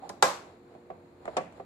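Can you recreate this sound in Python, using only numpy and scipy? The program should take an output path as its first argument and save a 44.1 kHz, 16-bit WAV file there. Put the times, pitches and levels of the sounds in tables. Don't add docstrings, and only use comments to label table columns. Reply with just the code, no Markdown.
import sys
import numpy as np
from scipy import signal
from scipy.fft import rfft, irfft
from scipy.io import wavfile

SR = 44100
rng = np.random.default_rng(int(sys.argv[2]) if len(sys.argv) > 2 else 0)


def generate_wav(sig):
    pcm = np.round(np.clip(np.atleast_2d(sig).T, -1, 1) * 32767).astype(np.int16)
    wavfile.write(sys.argv[1], SR, pcm)


N = 72765
HIT_SAMPLES = SR // 2

# (time [s], bass [dB], middle [dB], treble [dB], room send [dB], ring length [factor])
LATCH_SNAPS = [(.0912, -26.5, -38, -20, -8.5, 0.11), (.0945, -19, -17, -33.5, -10.5, .35),
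               (.0995, -11.5, -23, -31.5, -9.5, .25), (.2238, -3, 2, 1.5, 0, 0.79)]
# (frequency [Hz], level [dB], t60 [s], left-right [dB], attack [s])
SHELL_MODES = [(182.2, -34, 0.39, 2, 0.0094), (402, -23.5, 0.11, 0.5, 0.00045),
               (510.7, -21, 0.24, 4, 0.009), (560.4, -22, .24, -3, 0.0053), (692, -26, 0.18, -3, 0.0023),
               (780, -10.5, 0.046, -10, 0.00067), (811, -30, 0.46, -1.5, .01),
               (1042.3, -23, 0.32, -8.5, .01), (1065, -15.5, 0.059, 12, .002),
               (1367, -10.5, 0.039, 1.5, 0.00033), (1636, -24, 0.17, -1.5, .003),
               (2018, -32.5, 0.18, 0, .001), (2350, -28, 0.1, 3, 0.00087), (3796, -31.5, 0.1, 2.5, .001),
               (7530, -31.5, .15, -5.5, .001)]
# (frequency [Hz], level [dB])
LATCH_CRACK_COLOUR = [(40, -21.5), (200, -8), (500, -5.5), (850, 6), (1400, 1), (2500, -8), (4200, -2.5),
                      (7600, -4), (9700, -9.5), (11700, -11), (13300, -35), (14600, -28), (15800, -47.5)]
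LATCH_TAIL_COLOUR = [(40, -17), (120, -14.5), (250, -6.5), (550, 0.5), (1050, 3.5), (1900, -10.5),
                     (3000, -14.5), (4000, -11.5), (7800, -14.5), (9600, -27), (11700, -19), (13300, -41.5),
                     (14600, -37), (15600, -61)]
def latch(crack_db=-9.0, shell_lag_s=0.002192, room_db=-21.5):
    out = np.zeros((2, N))
    for s, bass, middle, treble, send, length in LATCH_SNAPS:
        eq = [(300, bass), (900, middle), (4000, treble)]
        snap = crack(LATCH_CRACK_COLOUR, eq, lean=.1, attack_s=0.0029, t60=0.024, low_hz=260)
        add(out, s, amp(crack_db) * snap)
        add(out, s + shell_lag_s, ring(SHELL_MODES, eq, attack_s=0, length=length))
        add(out, s, amp(room_db + send) * room_tail(LATCH_TAIL_COLOUR, eq, build_s=.009))
    return out


# (time [s], body [dB], thud [dB], upper middle [dB], treble [dB], room send [dB],
# pitch [factor], attack [s])
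LID_KNOCKS = [(.749, -23, -19, -33, -40, 3.5, .95, 0.0052),
              (.9007, -10, -9.5, -19, -35.5, 1.5, 1.0, 0.0021),
              (1.2533, -17.5, -14, -14, -36, -13, 1.06, 0.0026),
              (1.2766, -3, -8.5, -8, -27.5, -15, .88, 0.0033), (1.3667, 3.5, 4, 1.5, 1.5, -2, 1.0, 0.00073),
              (1.3765, 0.5, -2.5, -0.5, -21, -3.5, 1.0, 0.00084),
              (1.407, -7.5, -22, -31, -28, -22, 0.85, 0.0024),
              (1.5981, -13, -6.5, -19.5, -37, -7, 1.02, .0005)]
# (frequency [Hz], level [dB], t60 [s], left-right [dB], attack [s])
LID_MODES = [(149, -43, 0.2, 3, 0.063), (188, -40.5, .17, 6, 0.0047), (381.3, -31, 0.086, 0.5, 0.00095),
             (514.2, -26.5, 0.084, 1.5, 0.0084), (668, -23.5, 0.082, -8, 0.0028),
             (735.8, -21, 0.073, -2.5, 0.003), (880, -36, 0.042, 40, 0.0012), (1134, -33, 0.12, -4, 0.0035),
             (1317, -34.5, 0.045, 7, 0.00087)]
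# (frequency [Hz], level [dB])
LID_CRACK_COLOUR = [(40, -32), (200, -28), (700, 5), (1300, -1.5), (2000, -2), (4000, -9.5), (7300, -10.5),
                    (9500, -20), (11000, -49), (15000, -50)]
LID_TAIL_COLOUR = [(40, -41), (170, 1), (330, -6), (700, 1), (1400, -13.5), (2400, -13.5), (4000, -27.5),
                   (7500, -28.5), (10000, -38.5), (15000, -56)]
def lid(crack_db=-26, room_db=-36):
    out = np.zeros((2, N))
    for s, body, thud, upper, treble, send, pitch, attack_s in LID_KNOCKS:
        eq = [(180, body), (370, thud), (700, body), (2000, upper), (5500, treble)]
        clatter = crack(LID_CRACK_COLOUR, eq, lean=2.0, attack_s=0.0028, t60=0.05, low_hz=173)
        add(out, s, amp(crack_db) * clatter)
        add(out, s, ring(LID_MODES, eq, attack_s, pitch))
        add(out, s, amp(room_db + send) * room_tail(LID_TAIL_COLOUR, eq, build_s=0.012))
    return out


# (frequency [Hz], left-right correlation [-1..1])
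CLOSE_CORRELATION = [(300, 0.69), (550, 0.51), (900, .3), (2500, -0.42), (5000, -0.15), (14000, -0.63)]
def crack(colour, eq, lean, attack_s, t60, low_hz):
    t = np.arange(HIT_SAMPLES) / SR
    burst = noise(colour, HIT_SAMPLES, eq, lean, CLOSE_CORRELATION)
    return highpass(burst * rise(t, attack_s) * fall(t, t60), low_hz)


# (frequency [Hz], phase lead of the left channel [rad])
PHASE_LEAD = [(200, 1.1), (450, 0.18), (780, 1.27), (1100, 1.34), (1400, 1.5), (2000, 0.27), (8000, 0.95)]
def ring(modes, eq, attack_s, pitch=1, length=1):
    t = np.arange(HIT_SAMPLES) / SR
    out = np.zeros((2, HIT_SAMPLES))
    for hz, db, t60, side_db, rise_s in modes:
        lead = read(PHASE_LEAD, hz) * np.array([[.5], [-.5]])
        envelope = rise(t, max(attack_s, rise_s)) * fall(t, t60 * length)
        motion = np.sin(2 * np.pi * hz * pitch * t + lead) * envelope
        velocity = np.gradient(motion, axis=1) * SR / (2 * np.pi * hz)
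        out += amp(db + read(eq, hz)) * pan(side_db) * velocity
    return out


# (time [s], level [dB], treble tilt [dB])
HINGE_TICKS = [(0.7409, -16, -8), (1.0012, -17.5, -4), (1.0591, -13, -8), (1.1599, -22.5, -1.5),
               (1.2558, 3, -3.5), (1.4517, -18, -4.5), (1.5245, -11, 4)]
# (frequency [Hz], level [dB])
HINGE_COLOUR = [(100, 4), (800, 0.5), (2000, -13), (4500, -31), (7500, -16), (11000, -33), (15000, -44)]
def hinge_ticks(tick_db=-35, room_db=-55):
    out = np.zeros((2, N))
    for s, db, tilt in HINGE_TICKS:
        eq = [(3000, db), (6500, db + tilt)]
        tick = crack(HINGE_COLOUR, eq, lean=0.89, attack_s=0.00023, t60=0.011, low_hz=300)
        add(out, s, amp(tick_db) * tick)
        add(out, s, amp(room_db) * room_tail(HINGE_COLOUR, eq, build_s=.004))
    return out


def handle_rub(start_s=.021, length_s=0.061, level_db=-37, roughness=0.54, width_hz=200,
               hz=795, glide_hz=200, glide_s=0.0061):
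    t = np.arange(HIT_SAMPLES) / SR
    pole = np.exp(-np.pi * width_hz / SR)
    white = rng.standard_normal((2, 2, HIT_SAMPLES))
    grit = roughness * unit(signal.lfilter([1], [1, -2 * pole, pole * pole], white))
    phase = 2 * np.pi * np.cumsum(hz - glide_hz * np.exp(-t / glide_s)) / SR
    squeak = (1 + grit[0]) * np.sin(phase) + grit[1] * np.cos(phase)
    envelope = rise(t, attack_s=0.006) * np.maximum(1 - t / length_s, 0)
    out = np.zeros((2, N))
    add(out, start_s, amp(level_db) * pan(side_db=-8) * squeak * envelope)
    return out


# (time [s], level [dB])
FRICTION_LEVEL = [(0, -56.5), (.05, -49), (.18, -56.5), (0.499, -53.5), (.62, -63), (.72, -57.5),
                  (.85, -63), (1.18, -63), (1.249, -53.5), (1.34, -48.5), (1.5, -59.5), (1.58, -52),
                  (1.65, -60.5)]
# (frequency [Hz], level [dB])
FRICTION_COLOUR = [(100, -4.5), (700, 6), (1400, -7.5), (3000, -20), (4200, -17), (5400, -29),
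                   (6500, -34.5), (7300, -17), (8100, -45), (9000, -28.5), (14000, -47)]
def friction():
    level_db = np.interp(np.arange(N) / SR, *np.transpose(FRICTION_LEVEL))
    return noise(FRICTION_COLOUR, N, lean=.8) * amp(level_db)


# (frequency [Hz], t60 [s])
KITCHEN_DECAY = [(100, .42), (400, 0.39), (1000, 0.35), (2500, 0.45), (4200, 0.37), (8000, .36),
                 (11500, 0.33), (14000, 0.206)]
def room_tail(colour, eq, build_s):
    t = np.arange(SR) / SR
    log_hz = np.log(np.fft.rfftfreq(SR, 1 / SR) + 1)
    spectrum = rfft(noise(colour, SR, eq))
    centres, t60s = np.transpose(KITCHEN_DECAY)
    bands = [np.interp(log_hz, np.log(centres), row) for row in np.eye(len(centres))]
    tail = sum(irfft(spectrum * band, SR) * fall(t, t60) for band, t60 in zip(bands, t60s))
    return rise(t, build_s) * tail


# (frequency [Hz], level [dB])
HUM_TONES = [(92, -71.5), (237, -71.5), (279, -66), (355.3, -60.5), (479, -66)]
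def appliance_hum(waver=0.31):
    t = np.arange(N) / SR
    knots = np.linspace(0, t[-1], 14)
    out = np.zeros(N)
    for hz, db in HUM_TONES:
        swell, drift = (waver * np.interp(t, knots, row) for row in rng.standard_normal((2, len(knots))))
        phase = 2 * np.pi * (hz * t + rng.random())
        out += amp(db) * np.sqrt(2) * ((1 + swell) * np.sin(phase) + drift * np.cos(phase))
    return out


# (frequency [Hz], level [dB])
AIR_COLOUR = [(25, -32), (55, -9.5), (90, -4.5), (140, -3.5), (260, -3), (420, -3.5), (650, -16.5),
              (900, -13.5), (1500, -21), (2400, -23), (3200, -37), (4200, -27.5), (5200, -42),
              (7200, -36.5), (9000, -42), (15500, -45.5)]
def room_air(level_db=-58.5):
    return amp(level_db) * noise(AIR_COLOUR, N, lean=0.94)


# (frequency [Hz], left-right correlation [-1..1])
ROOM_CORRELATION = [(50, 0.98), (300, 0.92), (520, 0.8), (900, .1), (3000, .05), (15000, .05)]
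# (frequency [Hz], left-right [dB])
PAN_CURVE = [(150, 1.5), (550, -4), (950, -4), (1400, 1.5), (2200, 3.5), (5000, 5.5), (8000, 6.5),
             (14000, 1.5)]
def noise(colour, size, eq=None, lean=1, correlation=ROOM_CORRELATION):
    hz = np.fft.rfftfreq(size, 1 / SR)
    left, independent = np.exp(2j * np.pi * rng.random((2, len(hz))))
    shared = np.clip(read(correlation, hz), -1, 1)
    right = shared * left + np.sqrt(1 - shared ** 2) * independent
    gain = unit(amp(read(colour, hz))) * (amp(read(eq, hz)) if eq else 1)
    spectrum = np.array([left, right]) * gain * pan(lean * read(PAN_CURVE, hz))
    return irfft(spectrum, size) * np.sqrt(size)


def amp(db):
    return 10 ** (np.asarray(db) / 20)


def unit(x):
    return x / np.sqrt(np.mean(x ** 2) + 1e-20)


def read(curve, hz):
    frequencies, values = np.transpose(curve)
    return np.interp(np.log(hz + 1), np.log(frequencies), values)


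def pan(side_db):
    gains = amp(np.array([np.atleast_1d(side_db), -np.atleast_1d(side_db)]) / 2)
    return gains / np.sqrt((gains ** 2).mean(0))


def add(mix, start_s, sound):
    part = mix[:, max(round(start_s * SR), 0):][:, :sound.shape[1]]
    part += sound[:, :part.shape[1]]


def rise(t, attack_s):
    return np.sin(np.pi / 2 * np.clip(t / max(attack_s, 1e-5), 0, 1)) ** 2


def fall(t, t60):
    return np.exp(-np.log(1000) * t / max(t60, 1e-4))


def highpass(x, hz):
    return signal.sosfilt(signal.butter(2, hz, "high", fs=SR, output="sos"), x)


def scene():
    return latch() + lid() + hinge_ticks() + handle_rub() + friction() + room_air() + appliance_hum()


def record(dry, low_hz=45, high_hz=15800):
    high_cut = signal.firwin(401, high_hz, window=("kaiser", 9), fs=SR)
    return signal.oaconvolve(highpass(dry, low_hz), high_cut[None], "same", axes=1)


dry = scene()
out = record(dry)
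generate_wav(out)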